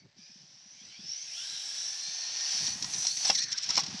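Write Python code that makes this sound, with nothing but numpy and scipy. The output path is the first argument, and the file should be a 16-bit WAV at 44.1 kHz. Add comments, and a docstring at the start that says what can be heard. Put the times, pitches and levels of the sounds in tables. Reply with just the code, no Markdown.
"""An asphalt driveway: a small electric toy car speeds up, jumps off a snow bank, lands and tumbles.
Motor and gear tones sweep through the resonances of its plastic shell; loose teeth chatter and ring it.
The speed controller whistles at part throttle, tyres patter, the chassis rattles at each bump
and blows ring the body. Faint wind puffs at the microphone."""
import sys
import numpy as np
from scipy import signal
from scipy.fft import rfft, irfft
from scipy.io import wavfile

SR = 44100
rng = np.random.default_rng(int(sys.argv[2]) if len(sys.argv) > 2 else 0)


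def persist_wave(psi):
    """Save psi, clipped to +-1, as 16-bit WAV."""
    counts = np.round(np.clip(psi, -1, 1) * 32767).astype(np.int16)
    wavfile.write(sys.argv[1], SR, np.atleast_2d(counts).T)


N = 176400
T = np.arange(N) / SR

# motor speed: t/s, speed/(turns/s)
SPEED_RPS = [(0,112),(.2,119),(.3,125),(.6,138),(.72,149),(.8,163),(.88,200),(.95,228),(1.08,271),(1.2,305),(1.28,330),(1.33,393),(1.38,457),(1.43,515),(1.5,540),(1.6,548),(1.8,567),(2,593),(2.2,605),(2.5,616),(2.73,617),(2.88,638),(2.95,590),(3.08,578),(3.18,636),(3.25,610),(3.32,515),(3.355,630),(3.39,590),(3.43,612),(3.6,540),(4,400)]
# speed unsteadiness: t/s, rms share
WOBBLE_SHARE = [(0,.01),(1.3,.013),(1.8,.008),(2,.002),(2.7,.002),(2.85,.008),(3.2,.006),(3.35,.025),(4,.09)]
# backlash blur, under load and with wheels spinning free: t/s, share
BLUR_SHARE = [(0,.05),(.75,.05),(.92,.3),(1.08,.03),(1.2,.15),(1.29,.7),(1.38,.2),(1.52,.65),(1.8,.55),(2,.1),(3.18,.2),(3.4,.25),(3.5,.6),(4,.9)]
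# tooth-mesh, motor and low buzz partials: multiple of speed, level/dB, smeared share
MESH_PARTIALS = [(10.27,-11.5,0.43),(14.07,-6.5,0.9),(19.84,-6,0.4),(19.62,-5.5,0.73),(40.3,1,0.3)]
MOTOR_PARTIALS = [(6,0,0.1),(7,5,0),(7.4,3.5,.8),(9.65,-8.5,0.9),(13.9,-6,0.66)]
BUZZ_PARTIALS = [(3,-0.5,0.24),(3.9,-14.5,0.4)]
# their envelopes: t/s, level/dB
MESH_DB = [(0,-50.5),(.15,-82),(.21,-46),(.31,-50.5),(.5,-74),(.73,-51.5),(.83,-44.5),(.95,-37.5),(1.068,-32.5),(1.078,-33),(1.17,-37),(1.25,-37.5),(1.4,-66),(1.8,-32.5),(2.7,-21),(3.4,-22.5),(4,-71)]
MOTOR_DB = [(0,-91),(1.28,-50),(1.39,-36.5),(1.48,-36),(1.94,-42.5),(2.06,-33.5),(2.28,-35.5),(2.48,-32),(2.74,-32),(2.8,-67),(3.04,-40),(3.11,-28.5),(3.21,-28.5),(3.3,-28),(3.35,-34),(3.39,-24),(3.47,-36.5),(3.6,-38.5),(4,-55)]
BUZZ_DB = [(0,-89),(1.33,-51),(1.43,-36.5),(2.55,-32),(3.25,-38.5),(3.42,-24.5),(4,-51)]
# plastic shell response; narrow gearbox resonances: f/Hz, gain/dB
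SHELL_EQ = [(100,-40),(450,-36.5),(750,-20),(1000,-45.5),(1300,-31),(1600,-14.5),(1950,-20),(2400,-13),(3200,-10),(4200,-7.5),(4900,-3),(5500,3),(6050,-0.5),(6300,-11.5),(7200,-19.5),(8200,-25),(9200,-30),(10500,-30.5),(12000,-61),(13000,-38.5),(15000,-81)]
GEARBOX_EQ = [(1400,7),(1650,-6.5),(2200,4),(2700,-6),(3300,-0.5),(3750,-14.5),(4000,-6.5),(4250,-7.5),(4700,-12),(5400,-1.5),(6200,3.5),(7000,-6),(8000,15),(9000,-18)]
# gear chatter, set by load and distance: t/s, level/dB
CHATTER_DB = [(0,-65),(.03,-75),(.06,-89),(.155,-82),(.18,-56.5),(.33,-56),(.5,-58),(.7,-57.5),(.85,-52),(1,-51.5),(1.09,-45),(1.25,-46),(1.4,-41.5),(1.55,-42),(2,-40.5),(2.3,-39),(2.55,-32.5),(2.67,-35.5),(2.78,-45.5),(2.9,-44),(3.06,-42.5),(3.16,-40),(3.3,-34.5),(3.42,-46),(3.49,-46.5),(3.62,-40),(3.74,-35),(3.85,-45.5),(4,-42)]
# chatter treble, dull with the car far or turned away: t/s, gain/dB
TREBLE_DB = [(0,-8),(.7,-2),(1.1,-2.5),(1.4,8),(1.8,9),(2.3,-1),(2.6,5.5),(3,18),(3.35,7),(3.5,-6.5),(4,0.5)]
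# gear cover ring re chatter: t/s, level/dB
COVER_DB = [(0,-30),(1.25,-7),(1.8,-0.5),(2.1,-8),(4,-24.5)]
# controller whistle; tyre roll; wind rumble: t/s, level/dB
WHISTLE_DB = [(0,-68),(.15,-87),(.2,-62),(.7,-64),(.85,-55.5),(1,-100)]
ROLL_DB = [(0,-70),(.7,-64),(1.2,-61.5),(1.5,-56),(2,-52.5),(2.55,-44.5),(2.8,-47.5),(3.05,-43),(3.15,-56),(3.28,-36.5),(3.38,-58),(3.62,-60.5),(3.72,-42),(4,-47)]
WIND_DB = [(0,-73),(1.03,-71.5),(1.15,-81),(2,-76),(2.5,-76),(2.7,-51.5),(3,-57),(3.2,-67.5),(3.42,-61),(3.62,-73.5),(3.85,-58),(4,-58)]
# spectra of tyres, wind, still air, loose parts: f/Hz, gain/dB
TYRE_EQ = [(80,-49),(300,-5),(480,-10),(780,3.5),(1000,0.5),(1300,-3),(1700,0.5),(3200,0.5),(5000,8),(8000,-12.5),(11000,-62),(15000,-76)]
WIND_EQ = [(25,-42),(55,-22),(100,-1.5),(160,3),(230,-4.5),(350,-9.5),(550,-20.5),(2000,-38),(6000,-66)]
AIR_EQ = [(18, -59), (30, 16), (167, -40), (328, -55), (384, -30), (567, 19), (1140, -37), (1730, 16),
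          (15000, -37)]
RATTLE_EQ = [(100,-31),(450,-43),(800,-40),(1300,-29),(2000,-14.5),(3000,-17),(3600,-11.5),(4200,-3.5),(4750,-7.5),(5600,6.5),(6100,-6.5),(6600,-10),(7500,-19),(9000,-34.5),(10500,-37),(12000,-54),(13000,-37),(15000,-64)]
# wind puffs: t/s, level/dB
PUFFS = [(0.019,-57.5),(0.188,-53),(0.296,-59),(0.357,-57),(0.562,-67),(0.658,-60),(.755,-68),(0.814,-57),(0.991,-50),(2.546,-53.5),(2.679,-61),(2.756,-44),(2.844,-49),(3.401,-55.5),(3.943,-37)]
# chassis rattles: t/s, level/dB, hold/s
RATTLES = [(2.665,-30,0.014),(2.823,-26.5,0.0052),(2.843,-30,.004),(2.915,-47,0.0056),(2.933,-30.5,0.016),(2.977,-43,0.01),(3.021,-33,0.0074),(3.046,-31,0.0084),(3.067,-23,0.0036),(3.071,-35.5,0.021),(3.17,-26.5,0.0016),(3.247,-26.5,0.012),(3.279,-29,0.02),(3.2993,-17.5,0.0026),(3.311,-33,0.0099),(3.348,-24,0.0092),(3.374,-30.5,0.021),(3.417,-30.5,0.026),(3.517,-29,0.015),(3.575,-30,0.011),(3.629,-32.5,0.017),(3.69,-25,0.0036),(3.702,-24.5,0.0064),(3.741,-35,0.0081),(3.754,-24.5,0.0024),(3.765,-25,0.012),(3.7758,-19,0.0036),(3.791,-27,.008),(3.8,-27.5,0.0062),(3.834,-33,0.0087),(3.862,-34,0.0045)]
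# blows on the body: t/s, level/dB, pitch factor
BLOWS = [(2.842,-37,1.17),(3.051,-34.5,1.05),(3.2525,-34,0.94),(3.2986,-17,0.99),(3.308,-29.5,0.72),(3.697,-36,1.2),(3.71,-34,1.5),(3.7767,-18.5,1.32),(3.784,-22.5,1.02)]
# body modes: f/Hz, level/dB, t60/s
BODY_MODES = [(247,-0.5,0.04),(722,-16.5,0.13),(792,13,0.048),(862,9.5,0.06),(1090,0.5,0.1),(1380,-39,.02),(1650,0,0.049),(2330,-9,0.046),(2737,8.5,0.057),(3360,9,0.043)]

TOOTH_CLICKS_PER_S, TOOTH_SPREAD_DB = 9000, 3.5
TOP_HZ = 15200


def undb(db):
    """Decibels to gain."""
    return 10 ** (np.asarray(db) / 20)


def curve(rows):
    """Linear envelope through rows of t/s, value."""
    return np.interp(T, *np.array(rows).T)


def unit(x):
    """Scale to rms 1."""
    return x / np.sqrt(np.mean(np.abs(x) ** 2))


def response(eq, hz):
    """Gain at hz from rows of f/Hz, gain/dB."""
    f, db = np.array(eq).T
    return undb(np.interp(np.log(hz + 1), np.log(f), db))


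def colour(x, eq):
    """Minimum-phase filter; keeps the power of white noise."""
    size = 4096
    gain = unit(response(eq, np.arange(size // 2 + 1) * SR / size))
    cepstrum = irfft(np.log(gain))
    cepstrum[1:size // 2] *= 2
    cepstrum[size // 2 + 1:] = 0
    return signal.fftconvolve(x, irfft(np.exp(rfft(cepstrum))))[:N]


def butter(order, hz, kind):
    """Butterworth sections."""
    return signal.butter(order, hz, kind, fs=SR, output="sos")


def walk(hz):
    """Smooth noise up to about hz, rms 1."""
    f = np.arange(N // 2 + 1) * SR / N
    return unit(irfft(rfft(rng.standard_normal(N)) / (1 + (f / hz) ** 2), N))


def clicks(per_s, spread_db):
    """Random clicks of uneven size, rms 1."""
    impulses = (rng.random(N) < per_s / SR) * rng.choice([-1, 1], N)
    return unit(impulses * undb(spread_db * np.clip(rng.standard_normal(N), -2, 2)))


def backlash(amplitude, share, width_hz):
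    """Gear play smears a share of a tone's power into a noise band."""
    noise = walk(width_hz) + 1j * walk(width_hz)
    return np.sqrt(1 - share) * amplitude + np.sqrt(share / 2) * noise


def tones(partials, speed_rps, smear_hz):
    """Smeared partials of the motor speed waver in level and sweep through the resonances."""
    angle_rad = 2 * np.pi * np.cumsum(speed_rps) / SR
    blur = curve(BLUR_SHARE)
    out = 0
    for multiple, db, smear in partials:
        hz = multiple * speed_rps
        amplitude = backlash(1, smear, smear_hz)
        amplitude = backlash(amplitude, blur, width_hz=330)
        gain = undb(db + 2.5 * walk(hz=9.5))
        resonance = response(SHELL_EQ, hz) * response(GEARBOX_EQ, hz) * (hz < TOP_HZ)
        out += gain * resonance * np.real(amplitude * np.exp(1j * multiple * angle_rad))
    return out


def gears():
    """The tooth mesh whines as the car gathers speed; motor tones and buzz join at full throttle."""
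    speed_rps = curve(SPEED_RPS) * (1 + curve(WOBBLE_SHARE) * walk(hz=70))
    mesh = tones(MESH_PARTIALS, speed_rps, smear_hz=133)
    mesh = signal.sosfilt(butter(8, 6380, "low"), mesh) * undb(curve(MESH_DB))
    buzz = tones(BUZZ_PARTIALS, speed_rps, smear_hz=90.5) * undb(curve(BUZZ_DB))
    motor = tones(MOTOR_PARTIALS, speed_rps, smear_hz=90.5) * undb(curve(MOTOR_DB))
    return mesh + buzz + motor


def chatter():
    """Loose teeth knock unevenly and ring the shell."""
    knocks = clicks(TOOTH_CLICKS_PER_S, TOOTH_SPREAD_DB) * undb(curve(CHATTER_DB))
    ring = colour(knocks, SHELL_EQ)
    treble = signal.sosfiltfilt(butter(6, 6940, "high"), ring)
    return ring + treble * (undb(curve(TREBLE_DB)) - 1)


def cover():
    """The teeth ring the gear cover in one narrow band."""
    knocks = clicks(TOOTH_CLICKS_PER_S, TOOTH_SPREAD_DB)
    ring = unit(signal.sosfilt(butter(2, (5410, 5570), "band"), knocks))
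    return ring * undb(curve(CHATTER_DB) + curve(COVER_DB))


def controller(whistle_hz=5950):
    """Chopped current makes the motor whistle until full throttle."""
    return np.sin(2 * np.pi * whistle_hz * T) * undb(curve(WHISTLE_DB) + 2 * walk(hz=25))


def tyres():
    """Tread and grit patter on asphalt."""
    return colour(clicks(per_s=4000, spread_db=4.8) * undb(curve(ROLL_DB)), TYRE_EQ)


def wind(puff_hz=237.6, glide_per_s=20.6, attack_s=0.0037, decay_s=0.008):
    """Fluttering rumble and falling-pitch puffs on the microphone, over still air."""
    rumble_db = curve(WIND_DB) + 6.7 * walk(hz=16)
    out = colour(rng.standard_normal(N) * undb(rumble_db), WIND_EQ)
    for start_s, db in PUFFS:
        age_s = np.maximum(T - start_s, 0)
        swing = np.sin(2 * np.pi * puff_hz * np.log1p(glide_per_s * age_s) / glide_per_s)
        envelope = (1 - np.exp(-age_s / attack_s)) * np.exp(-age_s / decay_s)
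        out += 3 * undb(db) * swing * envelope
    air = undb(-77) * colour(rng.standard_normal(N), AIR_EQ)
    return out + air


def rattles(attack_s=0.0007, release_s=0.004):
    """Each bump shakes a shower of clicks from loose parts."""
    power = 0
    for start_s, db, hold_s in RATTLES:
        age_s = np.maximum(T - start_s, 0)
        rise = 1 - np.exp(-age_s / attack_s)
        fall = np.exp(-np.maximum(age_s - hold_s, 0) / release_s)
        power += (undb(db) * rise * fall) ** 2
    return colour(clicks(per_s=6000, spread_db=3.5) * np.sqrt(power), RATTLE_EQ)


def blows(crush_db=-24, crush_s=0.0054, crack_db=-11.5, crack_s=0.0081):
    """Impacts ring the body modes, higher on asphalt than on snow, with a short plastic crack."""
    out, t = np.zeros(N + SR), T[:SR // 10]
    crack_band = butter(2, (960, 3340), "band")
    for start_s, db, pitch in BLOWS:
        push = undb(crush_db) * rng.standard_normal(len(t)) * np.exp(-t / crush_s)
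        push[0] += 1  # sharp first contact
        modes = sum(undb(mode_db) * np.sin(2 * np.pi * hz * pitch * t) * undb(-60 * t / t60_s)
                    for hz, mode_db, t60_s in BODY_MODES)
        hit = signal.fftconvolve(push, modes)[:len(t)]
        crack = unit(signal.sosfilt(crack_band, rng.standard_normal(len(t)))) * np.exp(-t / crack_s)
        i = int(start_s * SR)
        out[i:i + len(t)] += undb(db) * (hit / np.abs(hit).max() + undb(crack_db) * crack)
    return signal.sosfilt(butter(2, 225, "high"), out[:N])


def scene():
    """Car and wind in the open, mono."""
    return (gears() + chatter() + cover() + controller() + tyres() + wind() + rattles() + blows())[None]


def record(dry):
    """Steep low-pass at TOP_HZ."""
    return signal.sosfilt(signal.ellip(8, .2, 70, TOP_HZ, fs=SR, output="sos"), dry)


dry = scene()
out = record(dry)
persist_wave(out)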